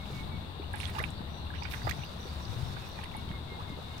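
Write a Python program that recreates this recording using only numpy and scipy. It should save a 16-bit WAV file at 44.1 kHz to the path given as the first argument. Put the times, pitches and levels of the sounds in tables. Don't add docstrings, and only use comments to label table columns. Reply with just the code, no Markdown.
import sys
import numpy as np
from scipy import signal
from scipy.fft import rfft, irfft
from scipy.io import wavfile

SR = 44100
rng = np.random.default_rng(int(sys.argv[2]) if len(sys.argv) > 2 else 0)


def wrap_up_sound(samples):
    columns = np.atleast_2d(samples).T
    tamed = np.clip(columns, -1, 1)
    steps = np.round(tamed * 32767).astype(np.int16)
    wavfile.write(sys.argv[1], SR, steps)


N = 176400
T, HZ = np.arange(N) / SR, np.fft.rfftfreq(N, 1 / SR)
BUBBLE_ATTACK_S, CLOUD_LEAD_S = 0.00058, 0.005
RIGHT_LAG_S, TREES_T60_S = 0.000232, 0.51


# f/Hz, gain/dB
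HEAD_SHADOW = [(380, 4), (700, -8.5), (1050, -3), (1600, -17.5), (2300, -24), (4000, -69), (8000, -60),
               (15000, -50)]

def water():
    right = gloops() + bubbles() + splashes() + stray_bubbles()
    left = colour(delay(right, 0.00033), HEAD_SHADOW)
    return np.array([echo(left, wet_db=-1, t60_s=0.075), echo(right, wet_db=-9, t60_s=0.075)])


# t/s, f/Hz, level/dB, decay/s, rise/(oct/s)
BUBBLE_PLIPS = [(0.641, 2750, -37.5, .004, 19), (0.738, 1646, -24, 0.0036, -4),
                (.7415, 820, -27, 0.0035, 7), (0.8023, 2600, -20, 0.001, 32),
                (0.8115, 3590, -28.5, 0.0028, 30), (0.8323, 2150, -17.5, 0.00063, 38),
                (.840, 3340, -29, 0.0033, 45), (0.8546, 3330, -18, 0.0016, 17), (.9485, 860, -30, .004, 12),
                (.9526, 2720, -23.5, 0.0015, 27), (0.963, 840, -30, 0.0054, 10),
                (0.9846, 1100, -20, 0.0028, 34), (.9915, 1583, -22.5, 0.0056, 36),
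                (1.002, 1970, -20, 0.0026, 30), (1.0015, 520, -25, 0.0015, 27),
                (1.012, 1290, -26.5, 0.0037, 47), (1.0397, 2270, -9, 0.0012, 22),
                (1.041, 2670, -28, 0.0033, 4), (1.503, 1570, -29.5, .004, 15),
                (1.538, 1480, -31.5, 0.005, 39), (1.5576, 2930, -32, .002, 40),
                (1.588, 2680, -34, 0.0028, 47), (1.620, 897, -29, 0.0045, 22),
                (1.6242, 2330, -23.5, 0.0015, 42), (1.634, 4960, -28.5, 0.0023, 43),
                (1.652, 1450, -28, 0.0032, 10), (1.654, 2230, -22, 0.0021, 40),
                (1.7122, 2400, -46, 0.00091, 40), (1.736, 2230, -23, 0.0011, 42),
                (1.744, 1420, -31, 0.0015, 85), (1.819, 1910, -25, 0.00095, 40),
                (1.8505, 693, -33, 0.009, 11.5), (1.8728, 680, -17.5, 0.0025, 5),
                (1.877, 1760, -21, .002, 58), (1.8925, 2240, -28, 0.0048, 12),
                (1.9102, 1704, -21.5, 0.0054, 62), (1.992, 2320, -28.5, 0.0011, 44),
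                (2.035, 2670, -28.5, 0.0036, 24), (2.452, 4520, -32, 0.003, 40),
                (2.7682, 1480, -26, 0.002, 32), (2.9885, 1750, -28, 0.0021, 40),
                (2.989, 780, -31, .003, 30), (3.0138, 2480, -33, 0.0025, 25),
                (3.035, 1720, -30, 0.0018, 60), (3.037, 2750, -36, .0025, 64),
                (3.057, 1900, -30.5, 0.0018, 40), (3.141, 2020, -32, 0.0025, 21),
                (3.2905, 3100, -30, 0.0015, 29.5), (3.3147, 1870, -22, 0.00055, 58),
                (3.149, 806, -31, 0.0058, 23), (3.788, 496, -33, 0.0037, 62)]

def bubbles():
    out = np.zeros(N)
    for start_s, hz, db, decay_s, rise_oct_per_s in BUBBLE_PLIPS:
        add(out, start_s, ring(hz, db, decay_s, BUBBLE_ATTACK_S, rise_oct_per_s))
        snap = droplets(length_s=0.00072, centre_hz=hz, width_oct=0.51)
        add(out, start_s - CLOUD_LEAD_S, amp(db - 13) * snap)
    return out


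def stray_bubbles(per_s=51, low_hz=369, high_hz=2960):
    out = np.zeros(N)
    for when, pitch, strength, rise in rng.random((int(per_s * N / SR), 4)):
        hz = low_hz * (high_hz / low_hz) ** pitch
        db = -48 + 4 * min(-np.log(1 - strength), 3) - 5 * pitch
        plip = ring(hz, db, decay_s=0.0052, attack_s=BUBBLE_ATTACK_S, rise_oct_per_s=70 * rise)
        add(out, when * N / SR, plip)
    return out


# t/s, length/s, level/dB, centre f/Hz
CREST_SPLATS = [(.73, 0.059, -47, 1820), (.795, 0.06, -45.5, 2770), (.85, 0.076, -47, 1960),
                (.95, 0.04, -45.5, 1400), (.98, 0.021, -40.5, 2910), (1.0, 0.072, -50, 1280),
                (1.53, 0.062, -48.5, 2240), (1.615, 0.1, -50.5, 2080), (1.706, 0.023, -42, 2960),
                (1.73, .02, -36.5, 1900), (1.866, 0.015, -36.5, 1160), (1.891, 0.011, -35, 3330),
                (1.9098, 0.0038, -36.5, 4000), (2.02, 0.038, -56, 2800), (2.755, 0.047, -53, 1670),
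                (3.03, 0.02, -44.5, 2410), (3.978, 0.0076, -51, 5160)]
# t/s, length/s, level/dB, centre f/Hz
FINE_SPRAY = [(.7325, 0.0024, -43.5, 9550), (.758, 0.0028, -43, 9200), (.782, 0.0049, -50, 9600),
              (.798, .009, -45.5, 9300), (.765, 0.09, -55.5, 9500), (.85, 0.066, -56, 9000),
              (.899, .005, -49, 15300), (.985, 0.01, -47, 10700), (1.0265, .0035, -44.5, 10300),
              (1.038, 0.013, -54, 9700), (1.1045, 0.0024, -44.5, 8500), (1.695, 0.066, -56.5, 9000),
              (1.685, 0.081, -55, 13100), (1.711, 0.0081, -51, 13200), (1.7405, 0.003, -51, 9900),
              (1.8925, 0.0078, -42, 13800), (1.8925, 0.0068, -46, 8300), (1.910, 0.0032, -49, 11500),
              (1.85, 0.08, -58, 13700), (2.042, 0.0043, -51, 13300), (2.888, 0.0043, -52, 14700),
              (3.039, 0.0016, -43.5, 9300), (3.166, 0.0049, -45.5, 9900)]

def splashes():
    out = np.zeros(N)
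    for clouds, width_oct in ((CREST_SPLATS, 0.62), (FINE_SPRAY, 0.21)):
        for start_s, length_s, db, hz in clouds:
            add(out, start_s - CLOUD_LEAD_S, amp(db) * droplets(length_s, hz, width_oct))
    return out


def droplets(length_s, centre_hz, width_oct, per_s=2500, spread_db=3):
    size = 8192
    t, f = np.arange(size) / SR - CLOUD_LEAD_S, np.fft.rfftfreq(size, 1 / SR)
    clicks = rng.standard_normal(size) * (rng.random(size) < per_s / SR)
    clicks *= amp(spread_db * np.minimum(rng.exponential(1, size), 4))
    patter = clicks + 0.27 * rng.standard_normal(size)
    swell = np.sin(np.pi * np.clip(t / length_s, 0, 1))
    band = np.exp(-0.5 * (np.log2((f + 1) / centre_hz) / width_oct) ** 2)
    cloud = irfft(rfft(patter * swell) * band)
    return cloud * np.sqrt(length_s * SR / (np.sum(cloud ** 2) + 1e-20))


# t/s, length/s, start f/Hz, end f/Hz, level/dB
HOLLOW_GLOOPS = [(1.004, 0.023, 520, 855, -36.5), (1.873, 0.016, 1160, 1380, -33.5),
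                 (1.887, 0.0128, 1020, 2140, -30), (3.571, 0.06, 640, 1655, -41)]

def gloops():
    out = np.zeros(N)
    for start_s, length_s, low_hz, high_hz, db in HOLLOW_GLOOPS:
        progress = np.arange(0, length_s, 1 / SR) / length_s
        glide_hz = low_hz * (high_hz / low_hz) ** progress
        add(out, start_s, amp(db) * np.sin(np.pi * progress) * tone(glide_hz))
    return out


# f/Hz, level/dB
FIZZ_SPECTRUM = [(300, -100), (800, -88.5), (1600, -88.5), (3200, -95), (4800, -92), (5900, -97),
                 (7200, -101), (8700, -102), (11000, -105), (16000, -108)]
# t/s, gain/dB
FIZZ_SURGES = [(0, -3.5), (.16, 4.5), (.27, -8), (.66, -17), (.78, 4), (1.05, 5.5), (1.25, -21),
               (1.58, -14), (1.75, 7.5), (2.1, 0.5), (2.3, 3.5), (2.65, 2), (3.0, 0), (3.35, -5.5),
               (3.6, -4), (4, -1.5)]

def mud_fizz():
    grain_db = wander(280) + 1.8 * wander(14)
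    fizz = colour(hiss() * amp(grain_db), FIZZ_SPECTRUM) * envelope(FIZZ_SURGES)
    return pan(fizz, left_db=-19, right_db=-0.5)


# f/Hz, level/dB
RUMBLE_SPECTRUM = [(15, -58), (28, -75), (45, -56.5), (75, -53), (115, -55.5), (170, -58.5), (290, -68.5),
                   (420, -73.5), (600, -103), (1200, -105)]
# t/s, gain/dB
RUMBLE_SWELLS = [(0, -8.5), (.2, -4), (.38, -5.5), (.52, -10.5), (.68, -8.5), (1.0, -5.5), (1.4, -7.5),
                 (1.75, -7.5), (1.9, -3), (2.08, -9.5), (2.4, -8), (2.68, -3), (2.9, -10.5), (3.3, -5),
                 (3.55, -9.5), (4, -8.5)]
# t/s, low tone level/dB, high tone level/dB
HUM_LEVELS = [(0, -52, -48), (.5, -52, -48), (.68, -41, -42), (.95, -42, -42), (1.15, -50, -50),
              (1.35, -43, -49), (1.65, -42, -48), (1.95, -52, -51), (2.28, -41, -53), (2.55, -50, -55),
              (4, -47, -54)]

def engine(tones_hz=(74.24, 90.4), waver=0.026):
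    hum = np.zeros(N)
    for column, hz in enumerate(tones_hz, start=1):
        hum += np.sqrt(2) * envelope(HUM_LEVELS, column) * tone(hz * (1 + waver * wander(11.7)))
    swell = envelope(RUMBLE_SWELLS)
    left, right = (colour(noise, RUMBLE_SPECTRUM) * swell + hum for noise in hiss_pair(correlation=0.81))
    return np.array([left, delay(right, RIGHT_LAG_S) * amp(-4)])


# t/s, f/Hz, level/dB, decay/s, right gain/dB
LOW_KNOCKS = [(0.102, 420, -35, 0.0055, 2), (0.342, 178, -27, 0.017, -12), (0.598, 334, -24, 0.0022, 0.5),
              (.998, 133, -26, 0.022, -18), (1.152, 204, -32, 0.0091, -7), (1.206, 164, -23.5, 0.0057, -6),
              (1.847, 116.4, -26.5, 0.034, -8.5), (1.987, 141, -27, 0.013, -14),
              (2.253, 376, -32, 0.0072, -9), (2.492, 97.6, -26, 0.026, -22),
              (2.565, 115.7, -25.5, 0.032, -14), (2.607, 136.2, -30, 0.11, -10.5),
              (2.628, 95, -23, 0.034, -11), (3.178, 217, -33, 0.0088, -7), (3.304, 135, -26, 0.0053, 3),
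              (3.701, 164, -24, 0.0053, -5), (3.72, 280, -36.5, 0.0099, 4)]

def knocks():
    left, right = np.zeros(N), np.zeros(N)
    for start_s, hz, db, decay_s, right_db in LOW_KNOCKS:
        bump = ring(hz, db, decay_s, attack_s=0.0012)
        add(left, start_s, bump)
        add(right, start_s, bump * amp(right_db))
    return np.array([left, delay(right, RIGHT_LAG_S)])


# t/s, length/s, settled f/Hz, level/dB, initial pitch excess/fraction
WHISTLE_NOTES = [(-.05, 0.1, 2170, -48.5, 0.067), (.118, .11, 2200, -47, .08),
                 (.295, 0.093, 2210, -48.5, .09), (2.795, .08, 2490, -48.5, 0.13),
                 (2.945, 0.074, 2350, -50, .11), (3.11, 0.11, 2215, -51, 0.079),
                 (3.285, 0.091, 2140, -48, 0.058), (3.465, 0.11, 2116, -47, .06),
                 (3.655, .1, 2113, -50.5, 0.052), (3.84, .14, 2155, -55.5, .07)]

def whistling_bird(settle_s=0.0252, roughness=0.22):
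    song = np.zeros(N)
    for start_s, length_s, hz, db, excess in WHISTLE_NOTES:
        t = np.arange(0, length_s, 1 / SR)
        late_swell = np.sqrt(abs(np.sin(np.pi * (t / length_s) ** 1.7)))
        falling_hz = hz * (1 + excess * np.exp(-t / settle_s))
        add(song, start_s, amp(db) * late_swell * tone(falling_hz))
    song *= 1 + roughness * wander(70)
    return pan(echo(song, wet_db=-12, t60_s=TREES_T60_S), left_db=-15, right_db=0)


# t/s, length/s, top f/Hz, level/dB
CHIRP_NOTES = [(.82, .12, 4320, -66), (1.02, 0.18, 5500, -66), (1.12, 0.079, 4470, -51.5),
               (1.27, 0.13, 5900, -60), (1.37, 0.076, 4200, -51.5), (1.53, 0.12, 5880, -56.5),
               (1.601, 0.061, 4770, -47.5), (1.723, 0.076, 5960, -52.5), (1.819, 0.077, 4850, -49),
               (1.94, 0.12, 5940, -55), (2.029, 0.065, 4770, -49), (2.17, 0.12, 5900, -55.5),
               (2.251, 0.086, 4700, -50.5), (2.394, 0.14, 5880, -55), (2.62, 0.096, 5540, -54.5),
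               (2.706, 0.094, 4500, -55), (2.83, 0.13, 5830, -57.5), (2.904, .07, 4370, -53)]

def chirping_bird(arch=0.08, buzz_hz=240):
    song = np.zeros(N)
    for start_s, length_s, top_hz, db in CHIRP_NOTES:
        progress = np.arange(0, length_s, 1 / SR) / length_s
        swell = np.sqrt(abs(np.sin(np.pi * progress)))
        arched_hz = top_hz * (1 - arch * (2 * progress - 1.15) ** 2)
        add(song, start_s, amp(db) * swell * tone(arched_hz))
    song *= wander(buzz_hz)
    return pan(echo(song, wet_db=-2, t60_s=TREES_T60_S), left_db=-30, right_db=0)


# f/Hz, level/dB
INSECT_SPECTRUM = [(2000, -115), (2450, -98), (2800, -83), (3050, -93.5), (3500, -79), (3780, -77),
                   (4100, -83.5), (4600, -90.5), (5000, -99), (5500, -125)]

def insects():
    chorus = np.array([colour(hiss(), INSECT_SPECTRUM) for _ in range(2)])
    return pan(chorus, left_db=0, right_db=-16.5) * amp(0.59 * wander(60))


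# f/Hz, level/dB
SHORE_LEFT = [(200, -86.5), (550, -77.5), (950, -75), (1500, -84), (2300, -92.5), (5000, -106),
              (5700, -114), (7200, -117), (10000, -114), (14000, -110), (16000, -110)]
SHORE_RIGHT = [(200, -80.5), (550, -85), (1000, -89), (1900, -90), (2700, -90.5), (4200, -95.5),
               (6700, -107), (8000, -105), (8700, -100), (10000, -110), (16000, -111)]

def far_shore():
    left, right = hiss_pair(correlation=0.25)
    wash = np.array([colour(left, SHORE_LEFT), colour(delay(right, RIGHT_LAG_S), SHORE_RIGHT)])
    return wash * amp(0.41 * wander(25))


def ring(hz, db, decay_s, attack_s, rise_oct_per_s=0):
    t = np.arange(0, 6 * decay_s, 1 / SR)
    glide_hz = hz * 2 ** np.minimum(rise_oct_per_s * t, 1)
    return amp(db) * (1 - np.exp(-t / attack_s)) * np.exp(-t / decay_s) * tone(glide_hz)


def echo(x, wet_db, t60_s):
    t = np.arange(SR // 2) / SR
    tail = rng.standard_normal(len(t)) * amp(-60 * t / t60_s) * (t > 0.002)
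    return x + amp(wet_db) * signal.fftconvolve(x, tail / np.linalg.norm(tail))[:N]


def tone(hz):
    return np.sin(2 * np.pi * np.cumsum(hz) / SR)


def hiss():
    return rng.standard_normal(N) * np.sqrt(SR / 2)


def hiss_pair(correlation):
    shared = hiss()
    return shared, correlation * shared + np.sqrt(1 - correlation ** 2) * hiss()


def wander(rate_hz):
    lowpass = np.exp(-(HZ / rate_hz) ** 2) * (HZ > 0)
    drift = irfft(rfft(rng.standard_normal(N)) * lowpass, N)
    return drift / np.std(drift)


def colour(x, curve):
    hz, db = np.transpose(curve)
    return irfft(rfft(x) * amp(np.interp(np.log(HZ + 1), np.log(hz), db)), N)


def envelope(curve, column=1):
    rows = np.array(curve)
    return amp(np.interp(T, rows[:, 0], rows[:, column]))


def delay(x, lag_s):
    return irfft(rfft(x) * np.exp(-2j * np.pi * HZ * lag_s), N)


def pan(x, left_db, right_db):
    return x * amp([[left_db], [right_db]])


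def amp(db):
    return 10 ** (np.asarray(db) / 20)


def add(mix, start_s, sound):
    at = round(start_s * SR)
    sound = sound[max(-at, 0):]
    part = mix[max(at, 0):][:len(sound)]
    part += sound[:len(part)]


def scene():
    wildlife = whistling_bird() + chirping_bird() + insects()
    return water() + mud_fizz() + engine() + knocks() + wildlife + far_shore()


def record(dry):
    lowpass = signal.firwin(1023, cutoff=15850, window=("kaiser", 9), fs=SR)
    return signal.oaconvolve(dry, lowpass[None], "same")


dry = scene()
out = record(dry)
wrap_up_sound(out)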